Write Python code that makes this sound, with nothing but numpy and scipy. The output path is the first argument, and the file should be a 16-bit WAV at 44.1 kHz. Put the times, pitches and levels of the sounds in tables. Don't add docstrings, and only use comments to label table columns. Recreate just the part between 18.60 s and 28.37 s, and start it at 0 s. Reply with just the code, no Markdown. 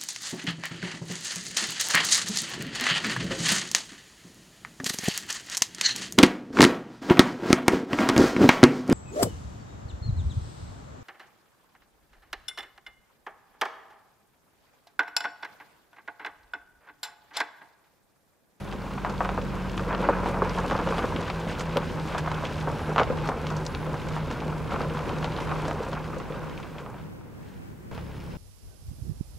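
import sys
import numpy as np
from scipy import signal
from scipy.io import wavfile
from scipy.ndimage import uniform_filter1d

SR = 44100
rng = np.random.default_rng(int(sys.argv[2]) if len(sys.argv) > 2 else 0)


def wrap_up_sound(samples):
    columns = np.atleast_2d(samples).T
    tamed = np.clip(columns, -1, 1)
    steps = np.round(tamed * 32767).astype(np.int16)
    wavfile.write(sys.argv[1], SR, steps)


def field_ratio(decibels):
    return 10 ** (np.asarray(decibels, dtype=float) / 20)


N = 430857
TIME = np.arange(N) / SR
CUT_S = 9.3133
FULL_DB = -34


def evened(x):
    return x / np.sqrt(np.mean(x ** 2) + 1e-20)


def noise():
    return rng.standard_normal(N)


def curve(rows):
    s, *columns = np.transpose(rows)
    return [np.interp(TIME, s, c) for c in columns]


def by_scene(far_db, near_db):
    return np.where(TIME < CUT_S, far_db, near_db)


def swells(rows):
    return sum(height * np.exp(-((TIME - s) / half) ** 2) for s, half, height in rows)


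def add(mix, s, sound):
    part = mix[round(s * SR):][:len(sound)]
    part += sound[:len(part)]


def band(x, hz, width):
    edges = [max(hz - width / 2, 50), min(hz + width / 2, .45 * SR)]
    return signal.lfilter(*signal.butter(2, edges, "bandpass", fs=SR), x)


def colour(x, points):
    f, db = np.transpose(points)
    hz = abs(np.fft.fftfreq(8192, 1 / SR))
    log_gain = np.log(field_ratio(np.interp(np.log(hz + 1), np.log(f + 1), np.maximum(db, -100))))
    taps = np.fft.ifft(np.exp(np.conj(signal.hilbert(log_gain)))).real[:4096]
    if abs(taps[:200]).sum() < abs(taps[-200:]).sum():
        taps = taps[::-1]
    return evened(signal.oaconvolve(x, taps)[:N])


def drift(seconds):
    size = max(round(seconds * SR), 1)
    return evened(uniform_filter1d(uniform_filter1d(noise(), size), size))


def grains(per_s, spread_db, tail_s, bed, clump_db):
    size = field_ratio(spread_db * np.minimum(rng.exponential(1, N), 3.8)) * (rng.random(N) < per_s / SR)
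    fall = np.exp(-1 / (max(tail_s, 1e-4) * SR))
    bursts = np.sqrt(signal.lfilter([1], [1, -fall], size ** 2)) * noise()
    clumps_db = clump_db * (drift(0.034) + 0.84 * drift(0.063))
    return (evened(bursts) + bed * noise()) * field_ratio(clumps_db)


def knock(hz, width, t60, blow, chance):
    t = np.arange(len(chance)) / SR
    push = chance * field_ratio(-60 * t / t60) + blow * (t == 0)
    sound = band(band(push, hz, width), hz, 1.57 * width)
    return sound / abs(sound).max()


# hz, level_db (per Hz)
TYRE_COLOUR = [(120, -30), (200, 4), (282, -1.5), (402, -3.5), (482, 1.5), (680, -6.5), (1020, -3.5),
               (1140, -7.5), (1570, -9), (1770, -17.5), (2600, -17.5), (3380, -40), (5720, -120)]


def crush(level_db):
    total = 0
    for hz in (350, 800, 1900):
        clicks = grains(per_s=170, spread_db=2.5, tail_s=0.0054, bed=0.52, clump_db=1.08)
        total = total + evened(band(clicks, hz, 1.2 * hz)) * np.sqrt(hz)
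    return field_ratio(level_db - 0.5) * colour(total, TYRE_COLOUR)


# hz, level_db (per Hz)
GRIT_COLOUR = [(940, -19.5), (1600, -4.5), (1760, -8), (2980, -11), (7270, -23.5), (9880, -29.5),
               (10800, -31), (12700, -33), (15800, -48)]
# centre_hz, size_spread_db, bed (ratio to the clicks)
GRIT_SIZES = [
    (2400, 1.6, 1.6),
    (4170, 4.5, 1.13),
    (10000, 4, 1.45),
]


def grit(level_db):
    total = 60 * evened(band(noise(), 19000, 4500))
    for hz, spread_db, bed in GRIT_SIZES:
        clicks = grains(per_s=190, spread_db=spread_db, tail_s=0.0011, bed=bed, clump_db=1)
        total += evened(band(clicks, hz, 1.06 * hz)) * np.sqrt(hz)
    return field_ratio(level_db + 3) * colour(total, GRIT_COLOUR)


# hz, level_db (per Hz)
RUMBLE_COLOUR = [(15, -40), (28, -14), (45, -10), (65, -4.5), (103, -6.5), (156, -4.5), (230, -17),
                 (400, -15), (520, -44), (880, -100)]


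def rumble(level_db):
    return field_ratio(level_db + 2.5) * colour(noise(), RUMBLE_COLOUR)


# time_s, crush_db, extra_grit_db
ROLL = [(0, -41.5, 2.5), (.55, -34.5, -1.5), (1.1, -36.5, 2.5), (1.4, -29.5, -4), (1.8, -31, -2.5),
        (2.4, -30.5, 1), (2.95, -35, 1.5), (3.5, -35, 2.5), (4.4, -33.5, 0), (4.84, -36, 0.5),
        (5.5, -37, 2), (6.2, -34.5, -2), (6.9, -33.5, 1), (7.5, -37, -1.5), (8.2, -42, -0.5),
        (8.55, -54, -4), (8.95, -58.5, 4), (9.3, -72, 3)]
# start_s (centre), half_length_s, extra_grit_db
SCRUNCHES = [(0.336, 0.033, 1), (0.636, .04, 2), (1.422, 0.024, 4), (1.68, 0.025, 4), (1.975, 0.034, 1.5),
             (2.118, .04, 2.5), (2.684, 0.016, 3.5), (2.907, 0.031, 6), (3.003, .015, 5.5),
             (3.123, .02, 2.5), (3.514, 0.045, 2), (3.59, 0.013, 7), (4.122, 0.015, 0.5), (4.216, 0.017, 1),
             (4.665, .02, 4), (5.49, .015, 3.5), (5.556, .035, 5.5), (5.73, 0.018, 4), (5.787, 0.0083, 1),
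             (6.13, 0.028, 7.5), (6.22, 0.026, 6), (6.36, .02, 3.5), (6.49, 0.02, 2.5), (6.834, 0.034, 1.5),
             (6.99, 0.021, 4.5), (7.075, 0.028, 3.5), (7.245, .02, 4), (7.332, .012, 3.5),
             (7.46, 0.019, 2.5), (8.21, .015, 1.5), (8.43, 0.068, 5), (8.9, .08, 6), (9.1, .05, 6),
             (9.36, .03, 3), (9.64, .02, 3)]


def gravel():
    weight_db, extra_grit_db = curve(ROLL)
    engine_db = curve(ENGINE)[1]
    since = np.maximum(TIME - CUT_S, 0)
    crush_db = by_scene(weight_db, -48 + 7.5 * np.exp(-since / 0.055))
    grit_db = by_scene(-49.5 + (weight_db - FULL_DB) + extra_grit_db, -58)
    rumble_db = by_scene(-40 + 0.74 * engine_db, -49 - 2 * np.exp(-since / 0.1))
    loose_db = swells(SCRUNCHES)
    return crush(crush_db + 0.36 * loose_db) + grit(grit_db + loose_db - 0.88) + rumble(rumble_db)


CHIP_UNDER_EDGE_DB, EDGE_LIFT_DB = -14.5, 0.5

# start_s, peak_db, depth_db, edge_db
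POPS = [(0.448, -14.5, -29, -16), (0.606, -11.5, -25, -21), (0.648, -19, -24, -11),
        (0.691, -16.5, -12, -8.5), (0.777, -15.5, -21, -31), (1.204, -30, -3, -17),
        (1.328, -16.5, -22, -13), (1.348, -19, -17, -10), (1.488, -6, -7.5, -39), (1.744, -18.5, -24, -18),
        (1.82, -9.5, -8, -34), (1.989, -16.5, -11, -27), (2.111, -15, -9, -13), (2.12, -19, -6, -11),
        (2.151, -16, -7, -24), (2.19, -17, -25, -17), (2.273, -16, -6, -19), (2.324, -14, -19, -23),
        (2.392, -16.5, -18, -10), (2.44, -18, -2.5, -24), (3.17, -14.5, -1, -8), (3.675, -17, -16, -24),
        (4.073, -19.5, -4.5, -28), (4.361, -12, -19, -12), (4.381, -8, -17, -8.5),
        (4.397, -8, -10.5, -10.5), (4.414, -15, -4.5, -16), (4.689, -14.5, -9, -13.5),
        (6.142, -20, -19, -17), (6.915, -19, -23, -19)]


def pops():
    return [(s, db + deep, db, db + edge + EDGE_LIFT_DB, db + edge + CHIP_UNDER_EDGE_DB)
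            for s, db, deep, edge in POPS]


# start_s, peak_db, edge_db
TAPS = [(0.465, -23, -21), (0.656, -23, -11), (1.195, -20, -14), (1.659, -19, -17), (2.382, -18, -7),
        (3.008, -22, -4), (3.548, -18.5, -13), (3.716, -19.5, -8), (3.837, -21, -25), (4.1, -20, -20),
        (4.419, -16, -17), (4.717, -19.5, -21), (5.342, -21, -20), (5.565, -20, -20), (6.12, -20.5, -17),
        (6.16, -22.5, -10), (6.206, -20, -19), (6.498, -22, -19), (6.628, -22, -8), (7.053, -20, -13),
        (7.081, -22, -13), (7.111, -19, -10), (7.367, -25, -19), (7.55, -33, -34), (7.601, -26.5, -9),
        (8.262, -30, -10), (8.3, -36, -20), (8.343, -32.5, -12), (8.611, -40, -14), (9.378, -31, -5)]


def taps():
    return [(s, db - 18, db, db + edge, db + edge + CHIP_UNDER_EDGE_DB) for s, db, edge in TAPS]


# start_s, peak_db, shrillness_db, tread_db
CRACKS = [(0.1254, -30.5, -12, 4), (0.4968, -34.5, -1, -3), (1.1772, -24.5, -14, 0),
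          (1.4401, -32.5, -22, 12), (1.8946, -36, -14, -5), (2.0991, -28, -24, 7), (2.1984, -32, -20, 3),
          (2.5626, -22, -24, -10), (2.7003, -23, -17, 3), (2.9946, -30, 1, -2), (3.5808, -25.5, -7.5, -3),
          (3.8531, -21, -21, -14), (4.3884, -17.5, -31, 5), (4.4328, -25, -13, -1), (4.6748, -33, 0, 8),
          (4.8683, -25.5, -11, -2), (4.9024, -35, -1, 7), (4.9664, -45.5, 14, -2), (5.0654, -44, 9, -4),
          (5.1487, -30.5, -15, 3), (5.7114, -30.5, -6.5, 5), (6.3704, -35, -14, 11), (6.6443, -23, -12, 1),
          (6.6554, -34, -6, 3), (6.8034, -30, -8, 7.5), (7.2334, -45.5, 1, -6), (7.3307, -29.5, -13, 2),
          (7.7228, -34, -27, -2), (7.9768, -31, -17, -14), (8.1833, -33, -16, -9)]


def cracks():
    return [(s, db - 19, db + tread, db + EDGE_LIFT_DB, db + shrill) for s, db, shrill, tread in CRACKS]


# start_s, peak_db
THUDS = [(0.623, -28), (0.782, -27), (1.833, -40), (2.304, -22), (3.158, -20), (4.499, -17.5), (5.265, -26),
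         (6.116, -27), (7.201, -24.5), (7.283, -28), (7.564, -26), (7.701, -27)]


def thuds():
    return [(s, db, db - 6, db - 20, db - 20 + CHIP_UNDER_EDGE_DB) for s, db in THUDS]


# pitch_hz, width_hz, rattle_t60_s, blow (ratio over the rattle)
RINGS = [
    (503.5, 107, 0.056, 23),
    (1010, 810, 0.12, 16.4),
    (2750, 1520, 0.052, 15.2),
    (5560, 3200, 0.081, 8.5),
]


def stones():
    out = np.zeros((2, N))
    rings = RINGS + [(12000, 4600, .012, 8), (291, 230, 0.091, 48)]
    rows = pops() + taps() + cracks() + thuds()
    for (s, *levels_db), chance in zip(rows, rng.standard_normal((len(rows), 3200))):
        size = 1 + 0.035 * np.clip(chance[-1], -2, 2)
        aside = np.clip(chance[-2], -1, 1)
        sizzle_db, carcass_db = levels_db[-1] - 15, levels_db[0] - 5
        for db, (hz, *ring) in zip(levels_db + [sizzle_db, carcass_db], rings):
            if db < -54:
                continue
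            sound = field_ratio(db - 0.57) * knock(hz * size, *ring, chance)
            add(out[0], s, sound)
            add(out[1], s, aside * min(hz / 14000, 1) * sound)
    return out


def thrown(rows, width, t60, blow, lift_db):
    out = np.zeros((2, N))
    for (s, db, hz), chance in zip(rows, rng.standard_normal((len(rows), 2000))):
        sound = field_ratio(db + lift_db) * knock(hz, width * hz, t60, blow, chance)
        add(out[0], s, sound)
        add(out[1], s, 0.11 * np.clip(chance[-1], -1, 1) * sound)
    return out


# start_s, peak_db, pitch_hz
PEBBLES = [(0.309, -24, 974), (0.377, -22, 972), (0.929, -39, 970), (1.307, -22, 1320), (1.404, -14.5, 477),
           (1.499, -16, 487), (1.631, -30, 1070), (1.682, -19, 480), (1.77, -20, 1030), (1.977, -14.5, 961),
           (2.049, -20, 633), (2.521, -21, 942), (2.583, -28, 452), (2.609, -18.5, 934), (2.678, -20, 1520),
           (2.807, -26, 937), (2.867, -22, 724), (3.228, -22, 956), (3.39, -22, 1040), (3.52, -24, 1080),
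           (3.66, -18, 977), (3.78, -18, 1130), (3.824, -20, 1020), (4.025, -28, 1300),
           (4.076, -13.5, 1010), (4.215, -20, 625), (4.292, -16, 506), (4.318, -20, 727), (4.473, -19, 517),
           (4.565, -28, 630), (4.657, -20, 1090), (4.772, -23, 627), (4.845, -26, 988), (4.985, -29, 977),
           (5.228, -22, 985), (5.268, -22, 546), (5.712, -31, 1560), (5.924, -23, 1160), (6.004, -29, 958),
           (6.767, -26, 1074), (6.786, -19, 1078), (6.902, -26, 1000), (6.958, -24, 974), (7.086, -18, 533),
           (7.138, -28, 452), (8.18, -36, 1020)]


def pebbles():
    return thrown(PEBBLES, width=0.6, t60=0.05, blow=7.3, lift_db=-5)


# start_s, peak_db, pitch_hz
FLAKES = [(0.0762, -36, 2590), (0.3087, -37, 2520), (0.3346, -35, 2450), (0.3805, -33, 2320),
          (0.8999, -40, 2330), (0.9472, -35, 2510), (1.0974, -39, 2490), (1.2351, -32, 2330),
          (1.4047, -29, 2570), (1.5349, -32, 2240), (1.6092, -41, 2380), (1.6641, -33, 2340),
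          (1.8382, -29, 2390), (1.9495, -31, 2210), (1.9659, -30, 2570), (2.6653, -30, 2420),
          (2.8464, -37, 2700), (2.8998, -33, 2290), (2.9194, -35, 2700), (2.9507, -32, 2630),
          (3.1088, -33, 2410), (3.2186, -29, 2390), (3.3393, -41, 2280), (3.475, -35, 2460),
          (3.5234, -29, 2620), (3.6616, -37, 2660), (3.9823, -31, 2430), (4.1294, -32, 2240),
          (4.2594, -35, 2930), (4.4752, -26, 2280), (4.586, -25.5, 2300), (4.6533, -33, 3290),
          (4.8888, -30, 2760), (5.2275, -36, 2230), (5.2629, -36, 2520), (5.3048, -40, 2470),
          (5.3976, -35, 3090), (5.4151, -31, 2460), (5.4685, -34, 2380), (5.7733, -39, 2470),
          (6.0746, -31, 2390), (6.2981, -29.5, 2300), (6.4487, -38, 2280), (6.5385, -32, 2480),
          (6.7206, -30, 2640), (6.9566, -30, 2270), (7.202, -39, 2380), (7.7583, -34, 2750),
          (8.0287, -33, 2540), (8.3789, -41, 2450), (8.8294, -50, 2300), (8.8817, -46, 2280),
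          (8.9216, -53, 2310), (8.9594, -54, 2310), (9.3894, -37, 2450), (9.6385, -45, 2940)]


def flakes():
    return thrown(FLAKES, width=0.8, t60=0.052, blow=6.5, lift_db=-4)


# start_s, peak_db, pitch_hz
SPLINTERS = [(0.4479, -41, 4120), (0.4968, -41, 4300), (0.5796, -34, 3950), (1.3488, -27.5, 3690),
             (1.8951, -27.5, 4640), (2.0014, -33, 3530), (2.165, -32, 3870), (2.3865, -30, 3550),
             (2.7006, -28, 3790), (2.9946, -39, 3650), (3.1702, -17.5, 3606), (3.5808, -42, 3590),
             (3.9424, -35, 3580), (4.0243, -37, 3684), (4.3615, -38, 4080), (4.4323, -32, 4190),
             (4.6738, -31, 3830), (4.8678, -32, 3800), (4.9661, -38, 5180), (5.0648, -22, 5230),
             (5.1489, -24.5, 3560), (5.5548, -39, 4320), (5.7059, -40, 4630), (6.5859, -35, 5210),
             (6.6438, -24, 3600), (6.765, -28, 3715), (6.8049, -41, 3580), (7.0529, -35, 3660),
             (7.233, -37, 4570), (7.3307, -32, 3830)]


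def splinters():
    return thrown(SPLINTERS, width=0.52, t60=0.018, blow=9, lift_db=0.3)


# start_s, peak_db, pitch_hz
SAND = [(0.628, -41, 5740), (0.819, -42, 5620), (1.1702, -38, 7420), (1.4965, -39, 5680),
        (2.0014, -35, 5890), (2.1894, -38, 5600), (2.3042, -38, 5950), (2.608, -35, 6260),
        (2.7985, -34, 5740), (2.8858, -38, 7030), (2.9094, -38, 5500), (3.009, -30, 5960),
        (3.1702, -32, 10400), (3.4752, -38, 5570), (3.582, -30, 6350), (3.716, -36, 5850),
        (3.9818, -42, 5780), (4.2165, -42, 5810), (4.6563, -39, 6830), (4.6887, -38, 7400),
        (5.0519, -30, 5940), (5.4859, -34, 5740), (6.3475, -39, 5680), (6.8494, -43, 6140),
        (6.9794, -43, 5640), (7.0804, -31, 5580), (7.2494, -42, 5510), (7.2848, -41, 6260),
        (7.5477, -48, 6080), (7.5842, -38, 5850), (7.6974, -45, 7450), (8.0012, -44, 5680),
        (8.2067, -47, 5660), (8.3, -48, 6680), (8.3494, -58, 6930), (9.3494, -49, 10900),
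        (9.5294, -54, 7190), (9.6394, -50, 10900)]


def sand():
    return thrown(SAND, width=0.8, t60=0.052, blow=6.5, lift_db=-2)


# time_s, firing_hz, level_db
ENGINE = [(0, 48.15, -8.5), (.65, 46.63, -1), (1.4, 45.37, 0), (2, 44.28, 0), (2.5, 41.68, 0.5),
          (3, 40.74, -0.5), (3.5, 38.96, -1), (4, 38.33, 0.5), (6.7, 38.8, -0.5), (7.3, 38.65, -2),
          (7.9, 38.85, -9), (8.7, 38.4, -19), (9.3, 39, -25)]
# hz, level_db
PIPE = [(38, -47.5), (46, -36.5), (77, -45), (93, -48.5), (116, -83), (137, -44), (155, -32), (190, -37.5)]
TURNS = [1.93, 2.12, 2.45, 2.67, 2.96, 3.33, 3.55, 3.88, 4.18, 4.48, 4.76, 5.14, 5.43, 5.75, 6.12, 6.47,
         6.79, 7.23, 7.65, 8.07, 8.32, 8.68]


def passing_engine():
    hz, level_db = curve(ENGINE)
    pipe_hz, pipe_db = np.transpose(PIPE)
    turn = 2 * np.pi * np.cumsum(hz) / SR
    hum = 0
    for k in (1, 2, 3):
        hum = hum + field_ratio(np.interp(k * hz, pipe_hz, pipe_db)) * np.sin(k * (turn + 1.24))
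    wheel = np.sin(np.pi * np.interp(TIME, TURNS, np.arange(len(TURNS))))
    throb = np.sign(wheel) * abs(wheel) ** 0.84
    depth = (1 - 0.021) * np.clip((TIME - 1.84) / 0.24, 0, 1)
    early_hz, early_s = 5.06, 0.899
    slip = 0.6055 * TIME - early_hz * early_s * np.exp(-TIME / early_s)
    drone = np.sin(4 * turn + 2 * np.pi * slip)
    hum += field_ratio(np.interp(4 * hz, pipe_hz, pipe_db)) * (1 - depth + depth * throb) * drone
    return np.sqrt(2) * field_ratio(level_db) * hum * np.clip((8.8 - TIME) / 0.3, 0, 1)


# hz, level_db
IDLE = [(35, -53), (70, -45), (104, -48), (140, -47), (173, -46.5), (209, -57)]


def idling_engine():
    orders = sum(field_ratio(db) * np.sin(2 * np.pi * f * TIME + 0.72 * f) for f, db in IDLE)
    return np.sqrt(2) * field_ratio(drift(0.064)) * orders * (TIME > CUT_S)


# start_s, length_s, level_db
SQUEAKS = [
    (4.204, .1, -77),
    (5.05, 0.21, -66),
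    (9.335, .16, -74),
    (9.535, .3, -74),
]


def brake_squeak():
    high_hz, low_hz, edge_s = 10853, 5211, .025
    pressed = 0
    for s, length, db in SQUEAKS:
        inside_s = np.minimum(TIME - s, s + length - TIME)
        pressed = pressed + field_ratio(db) * np.clip(inside_s / edge_s + .5, 0, 1) ** 2
    rough = .4 * evened(band(noise(), low_hz, 250))
    low = np.sin(2 * np.pi * low_hz * TIME) + rough
    low_gain = 1.4 * np.clip((TIME - 9.5) / .08, .8 * (TIME > CUT_S), 1)
    tone = np.sin(2 * np.pi * high_hz * TIME) + low_gain * low
    return np.sqrt(2) * pressed * field_ratio(1.36 * drift(.01)) * tone


# start_s (centre), half_length_s, level_db
RUBS = [
    (0, 0.11, -66),
    (4.23, .07, -63),
    (5.9, 0.95, -76),
    (6.83, .13, -69),
]


def brake_rustle():
    weight_db = curve(ROLL)[0]
    rubbing = field_ratio(by_scene(-73 + 0.34 * (weight_db - FULL_DB), -73))
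    rubbing = rubbing + swells([(s, half, field_ratio(db)) for s, half, db in RUBS])
    return field_ratio(-3.5) * rubbing * evened(band(noise(), 10870, 740))


# hz, level_db
WHINES = [(15464, -95), (15676, -87)]


def electric_whine():
    lift_db = 7 * (TIME > CUT_S)
    return np.sqrt(2) * sum(field_ratio(db + lift_db) * np.sin(2 * np.pi * f * TIME) for f, db in WHINES)


# hz, level_db (per Hz)
WIND_COLOUR = [(15, -40), (25, -14), (84, 0.5), (157, -1.5), (361, -8), (1010, -22.5), (1640, -23),
               (3780, -37.5), (5670, -37.5), (7420, -46), (15800, -52)]


def wind():
    return field_ratio(-44.5 + 2.4 * drift(0.13)) * colour(noise(), WIND_COLOUR)


# hz, level_db (per Hz)
AIR_COLOUR = [(24, -40), (40, -2), (158, 6), (431, -7), (596, -15.5), (1750, -22), (3890, -34),
              (9340, -33.5), (11400, -38), (13300, -34.5), (15800, -33)]


def garden_air():
    hush_db = 3.3 * np.exp(-((TIME - 8.67) / 0.096) ** 2)
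    return field_ratio(-43.5 - 2.5 - hush_db) * colour(noise(), AIR_COLOUR)


def scene():
    hits, hits_aside = stones() + pebbles() + flakes() + splinters() + sand()
    middle = gravel() + hits + passing_engine() + idling_engine()
    middle += brake_squeak() + brake_rustle() + electric_whine() + garden_air()
    side = wind() + hits_aside
    side += 0.055 * np.roll(middle, 150)
    side += 0.22 * band(np.roll(middle, 43), 5000, 2400)
    side -= 0.3 * band(middle, 12500, 7000)
    return np.array([middle + side, middle - side])


def band_limit(x):
    return signal.sosfilt(signal.butter(12, 16310, fs=SR, output="sos"), x)


def record(dry):
    lowpass = signal.firwin(511, 15790, window=("kaiser", 9), fs=SR)
    limited = signal.oaconvolve(dry, lowpass[None], "same")
    return band_limit(limited)


dry = scene()
out = record(dry)
wrap_up_sound(out)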